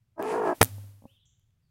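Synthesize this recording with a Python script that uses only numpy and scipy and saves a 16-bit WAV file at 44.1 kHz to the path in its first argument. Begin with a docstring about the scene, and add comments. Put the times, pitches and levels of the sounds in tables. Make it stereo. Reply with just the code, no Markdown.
"""Over a faint rumble, a hen on her nest gives one harsh call, and straw ticks under it.
The call rattles because her voice flips quickly between a high and a low pitch.
A hiss comes in, and she pecks the microphone, overloading it and rattling its casing.
A low hum swells and dies while the hiss fades and soft bumps sound.
Last, small birds chirp faintly outside the coop, among a few more ticks of straw."""
import sys
import numpy as np
from scipy import signal
from scipy.io import wavfile
from scipy.ndimage import uniform_filter1d

SR = 44100
rng = np.random.default_rng(int(sys.argv[2]) if len(sys.argv) > 2 else 0)


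def store_wav(level_fs):
    """Save 16-bit WAV to argv[1]."""
    pcm = np.round(np.clip(np.atleast_2d(level_fs), -1, 1) * 32767)
    wavfile.write(sys.argv[1], SR, pcm.T.astype(np.int16))


N = 74970

# Levels in dB are relative. A TONE table says how strong the low and high parts of a sound are.
# Each row of a TONE table: frequency in Hz, level in dB.
RUMBLE_TONE = [(20, -11), (65, -4.5), (110, 4), (170, -11), (280, -25.5), (600, -33.5), (2500, -35.5),
               (6000, -40.5), (16000, -44.5)]
THROAT_TONE = [(60, -35.5), (140, -16.5), (230, -5), (320, -4.5), (430, 0.5), (485, -0.5), (540, 1),
               (650, -1), (770, -3.5), (900, -6), (1100, -7.5), (1400, -13.5), (1510, -17.5), (1680, -8),
               (1880, -15.5), (2130, -32.5), (2700, -40.5), (3600, -46), (7000, -59.5)]
CHEST_TONE = [(30, -21.5), (90, -14), (150, -4), (260, 8), (330, -10), (500, -36.5)]
NEST_ECHO_TONE = [(400, -11.5), (1200, -1)]
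RASP_TONE = [(300, -21), (1200, -1.5), (2500, 1.5), (4000, -17), (4700, -9), (5600, -14.5), (6800, -12.5),
             (10500, -12.5), (12500, -25), (16000, -57)]
STRAW_TONE = [(300, -11), (2500, 4.5), (6000, -11.5), (12000, -7), (16000, -7)]
HISS_TONE = [(100, 7), (190, 5.5), (270, 13.5), (350, 0), (550, 3.5), (1300, -3.5), (4000, -5),
             (8000, -4.5), (12000, -1.5), (16000, -6.5)]
BEAK_TONE = [(40, -18.5), (150, -8), (450, 11), (900, -0.5), (2200, -0.5), (4000, -14.5), (9000, -12.5),
             (16000, -20)]
RATTLE_TONE = [(500, -29.5), (4000, -15), (8000, -5.5), (12000, 6.5), (16000, -8)]
BUMP_TONE = [(100, -4.5), (1100, 2.5), (1500, -38), (4000, -17)]
BUZZ_TONE = [(4800, -52), (5900, 0), (7500, 1), (8300, -50)]

# The hen's call. Each row: time in seconds, high pitch in Hz, share of each flutter spent low.
CALL_PITCH = [(.16, 426.1, .9), (.205, 428.8, 0.89), (.222, 446.3, 0.17), (.245, 435.8, 0.46),
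              (.262, 436.7, 0.082), (.30, 466.6, 0.15), (.32, 457.8, 0.24), (.338, 475.7, 0.62),
              (.362, 477.2, 0.26), (.40, 474.6, .25), (.44, 467.2, 0.26), (.465, 442.9, .5),
              (.495, 437.7, 0.64), (.53, 424.4, 0.74)]
# The second side of her voice box. Each number: strength at 1, 2, 3 and 4 times the high pitch.
STEADY_HARMONICS = [.35, 1, 1.1, .7]
# How loud the voice, its rasp and the hiss are. Each row: time in seconds, level in dB.
CALL_EFFORT = [(.16, -68.5), (.175, -49), (.182, -36), (.19, -45), (.196, -24), (.212, -31), (.236, -29.5),
               (.29, -28.5), (.35, -25.5), (.435, -25.5), (.46, -24), (.495, -22), (.531, -26.5),
               (.537, -39), (.56, -64.5)]
RASP_LEVEL = [(0.185, -106), (0.193, -65), (0.233, -55), (0.235, -55), (0.315, -46.5), (0.419, -60),
              (0.479, -51), (0.55, -65.5)]
HISS_LEVEL = [(.5, -120), (.55, -46), (.6, -47.5), (.655, -36), (.71, -45.5), (.86, -53), (.97, -61),
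              (1.15, -69), (1.3, -105)]
# Which side the call leans to. Each row: frequency in Hz, left minus right in dB.
CALL_BALANCE = [(200, 4.5), (700, 4.5), (900, -1), (1170, -7), (1400, -2.5), (1850, 1), (2500, 6.5),
                (4400, -1.5), (15000, -4)]
# Small knocks. Each row: start in seconds, level in dB.
STRAW_TICKS = [(0.2265, -25), (.604, -47), (1.396, -57.5), (1.507, -66.5)]
CASING_RATTLES = [(0.6247, -21), (0.625, -18.5), (0.6295, -1.5), (.631, -9.5), (0.6387, -12.5),
                  (0.6457, -11.5), (0.6551, -23.5)]
SOFT_BUMPS = [(0.782, -47.5), (0.839, -56), (1.0218, -52), (1.04, -51), (1.054, -41)]
# The beak's hits. Each row: start in seconds, left level in dB, right level in dB, decay in seconds.
BEAK_HITS = [(0.6138, 9, -9.5, 0.0022), (0.6166, -1, -15, 0.001), (0.628, -14, -0.5, 0.00063)]
# Notes that ring after a knock. Each row: frequency in Hz, level in dB, seconds to fade by 60 dB.
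CASING_NOTES = [(66.6, -18.5, 0.033), (104.7, -7, 0.1), (190, -5, .035), (257, -33, .2), (450, -7, .035),
                (570, -11, 0.023)]
BUMP_NOTES = [(243.5, 10, 0.034), (535, 4.5, 0.013), (543, -16.5, 0.23), (798, -7.5, 0.034),
              (1086, -27, 0.0071)]
# Chirps. Each row: start in seconds, length in seconds, first pitch in Hz, last pitch in Hz, level in dB.
BIRD_CHIRPS = [(1.071, 0.073, 2457, 3800, -64.5), (1.144, 0.044, 3648, 2850, -64.5),
               (1.19, .09, 3900, 3080, -69), (1.616, 0.079, 5000, 4154, -84)]


def amp(db):
    """Turns decibels into a number to multiply by."""
    return 10 ** (np.asarray(db) / 20)


def unit(x):
    """Scales a signal to an average power of 1."""
    return x / np.sqrt(np.mean(x ** 2) + 1e-20)


def clock():
    """The time of every sample, in seconds."""
    return np.arange(N) / SR


def curve(rows, column=1):
    """One column of a time table, joined by straight lines."""
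    rows = np.array(rows)
    return np.interp(clock(), rows[:, 0], rows[:, column])


def colour(x, tone, share=1):
    """Filters a sound by a tone table; share scales the table's dB values."""
    size = 8192
    hz, db = np.transpose(tone)
    log_hz = np.log(abs(np.fft.fftfreq(size, 1 / SR)) + 1)
    log_gain = np.log(amp(share * np.interp(log_hz, np.log(hz), db)))
    response = np.exp(np.conj(signal.hilbert(log_gain)))  # rings after a sound, never before it
    taps = np.fft.ifft(response).real[:size // 2]
    return signal.fftconvolve(x, taps)[:len(x)]


def noise(tone):
    """Steady noise shaped by a tone table."""
    return unit(colour(rng.standard_normal(N), tone))


def stereo_noise(tone):
    """Separate noise for left and right."""
    return np.array([noise(tone), noise(tone)])


def wander(samples):
    """A smooth random drift; more samples make it slower."""
    return unit(uniform_filter1d(uniform_filter1d(rng.standard_normal(N), samples), samples))


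def burst(start, decay_s):
    """A sudden start, then a smooth fade."""
    age = clock() - start
    return (age >= 0) * np.exp(-abs(age) / decay_s)


def ring(start, notes):
    """Pure notes that start together and fade."""
    age = np.maximum(clock() - start, 0)
    return sum(amp(db) * np.exp(-np.log(1000) * age / fade_s) * np.sin(2 * np.pi * hz * age)
               for hz, db, fade_s in notes)


def place(x, right_db):
    """Makes a stereo pair with the right side turned down."""
    return np.array([x, x * amp(right_db)])


def echo(x, fade_s):
    """A wash of reflections, different on each side, that falls 60 dB in fade_s."""
    tail = rng.standard_normal((2, SR)) * np.exp(-np.log(1000) * clock()[:SR] / fade_s)
    return signal.fftconvolve(x[None], tail / np.linalg.norm(tail[0]), axes=1)[:, :N]


def rumble():
    """Faint, low background noise, partly shared by both sides."""
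    sides = amp(-68.5) * stereo_noise(RUMBLE_TONE)
    return sides + .35 * sides[::-1]


def voice_box(low_hz=320, flutter_hz=58.42, slowing_hz_per_s=14, jitter=.02):
    """One side flips between two pitches, the other stays high. Returns the sound and its air puffs."""
    slowing = slowing_hz_per_s * (clock() - CALL_PITCH[0][0])
    flutters = np.cumsum(flutter_hz * (1 + .16 * wander(400)) - slowing) / SR
    zigzag = abs(2 * (flutters % 1) - 1)
    low = .5 + .5 * np.tanh((curve(CALL_PITCH, column=2) - zigzag) / .19)  # near 1 on the low pitch
    hz = (curve(CALL_PITCH) * (1 - low) + low_hz * low) * (1 + jitter * wander(90))
    cycles = np.cumsum(hz) / SR
    pulses = unit(sum(np.cos(2 * np.pi * k * cycles) for k in range(1, 18)))
    pulses *= 1 + .18 * wander(60)
    puffs = unit(.25 + np.exp(-(cycles % 1) / .3))
    flipping = (pulses + .1 * puffs * rng.standard_normal(N)) * amp(1.5 * low)
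    steady_cycles = np.cumsum(curve(CALL_PITCH) * (1 + jitter / 2 * wander(90))) / SR
    steady = sum(gain * np.cos(2 * np.pi * k * steady_cycles) for k, gain in enumerate(STEADY_HARMONICS, 1))
    return flipping + amp(-7) * steady / 2, puffs


def hen_call(bright_above_hz=1400, right_delay_s=.00018):
    """The throat shapes the voice, each puff of air adds rasp, and the nest and coop echo."""
    t = clock()
    source, puffs = voice_box()
    voice = unit(colour(source, THROAT_TONE))
    voice /= np.sqrt(abs(uniform_filter1d(voice ** 2, size=1200)) + 1e-6)  # evens out the loudness
    effort_db = curve(CALL_EFFORT)
    treble = signal.sosfiltfilt(signal.butter(4, bright_above_hz, "high", fs=SR, output="sos"), voice)
    voice += treble * (amp(.3 * (effort_db + 27)) - 1)  # more effort sounds brighter
    voice += amp(-17.5) * noise(CHEST_TONE)
    calling = uniform_filter1d(1. * (t > CALL_EFFORT[0][0]) * (t < CALL_EFFORT[-1][0]), size=200)
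    voice *= amp(effort_db - 1.5) * calling
    sides = np.array([voice, np.interp(t - right_delay_s, t, voice)])
    sides += amp(-8) * echo(colour(voice, NEST_ECHO_TONE), fade_s=.028)
    sides += stereo_noise(RASP_TONE) * puffs * amp(curve(RASP_LEVEL) + 6) * calling
    near = np.array([colour(sides[0], CALL_BALANCE, .5), colour(sides[1], CALL_BALANCE, -.5)])
    coop = amp(-28) * echo(voice, fade_s=.21)
    return near + coop


def straw():
    """Dry straw ticks, each a tiny burst of noise."""
    ticks = sum(amp(db) * burst(start, decay_s=.00033) for start, db in STRAW_TICKS)
    return ticks * stereo_noise(STRAW_TONE)


def hiss():
    """A hiss, perhaps feathers brushing past, rises before the peck and fades after it."""
    return place(amp(curve(HISS_LEVEL) - 4), right_db=-3) * stereo_noise(HISS_TONE)


def peck(push_at_s=.611, push_width_s=.0006, skid_s=.002):
    """Air pushes on the microphone, the beak skids and hits, and the casing rings and rattles."""
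    first_hit = BEAK_HITS[0][0]
    push = -amp(-6.5) * np.exp(-((clock() - push_at_s) / push_width_s) ** 2)
    thud = place(push + ring(first_hit, CASING_NOTES), right_db=-21.5)
    time_to_hit = first_hit - clock()
    skid = amp(-18.5) * (time_to_hit > 0) * np.exp(-abs(time_to_hit) / skid_s)
    hits = sum(amp([[left_db], [right_db]]) * burst(start, decay_s)
               for start, left_db, right_db, decay_s in BEAK_HITS)
    crack = (skid + hits) * stereo_noise(BEAK_TONE)
    clicks = sum(amp(db) * burst(start, decay_s=.00065) for start, db in CASING_RATTLES)
    rattle = place(clicks * noise(RATTLE_TONE), right_db=-17)
    return thud + crack + rattle


def hum(start=.682, hz=100, rise_s=.52, fade_s=.51):
    """The peck leaves a low hum that swells and dies on the left."""
    swell = 1 - np.exp(-np.maximum(clock() - start, 0) / rise_s)
    return place(swell * ring(start, [(hz, -4, fade_s)]), right_db=-71)


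def bumps():
    """Dull little bumps in the nest, each ringing briefly."""
    knocks = sum(amp(db) * ring(start, BUMP_NOTES) for start, db in SOFT_BUMPS)
    return place(colour(knocks, BUMP_TONE), right_db=-9.5)


def birds(waver=.035):
    """Distant birds whistle sliding notes, heard mostly as echo from the yard."""
    song = np.zeros(N)
    for start, length, first_hz, last_hz, db in BIRD_CHIRPS:
        progress = np.clip((clock() - start) / length, 0, 1)
        hz = (first_hz + (last_hz - first_hz) * progress) * (1 + waver * wander(40))
        swell = np.sqrt(abs(np.sin(np.pi * progress)))
        song += amp(db) * swell * np.sin(2 * np.pi * np.cumsum(hz) / SR)
    return amp(-3) * song + echo(song, fade_s=.75)


def bird_buzz():
    """One thin, high, buzzing note made of fading noise."""
    return amp(-66.5) * burst(start=1.255, decay_s=.084) * stereo_noise(BUZZ_TONE)


def scene():
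    """Adds all the sounds together in stereo."""
    return rumble() + hen_call() + straw() + hiss() + peck() + hum() + bumps() + birds() + bird_buzz()


def record(dry):
    """The microphone overloads on the peck, and the highest treble is cut away."""
    limit, cutoff_hz = .92, 16200
    clipped = np.clip(dry, -limit, limit)
    low_pass = signal.firwin(255, cutoff_hz, window=("kaiser", 8), fs=SR)
    return signal.oaconvolve(clipped, low_pass[None], "same")


dry = scene()
out = record(dry)
store_wav(out)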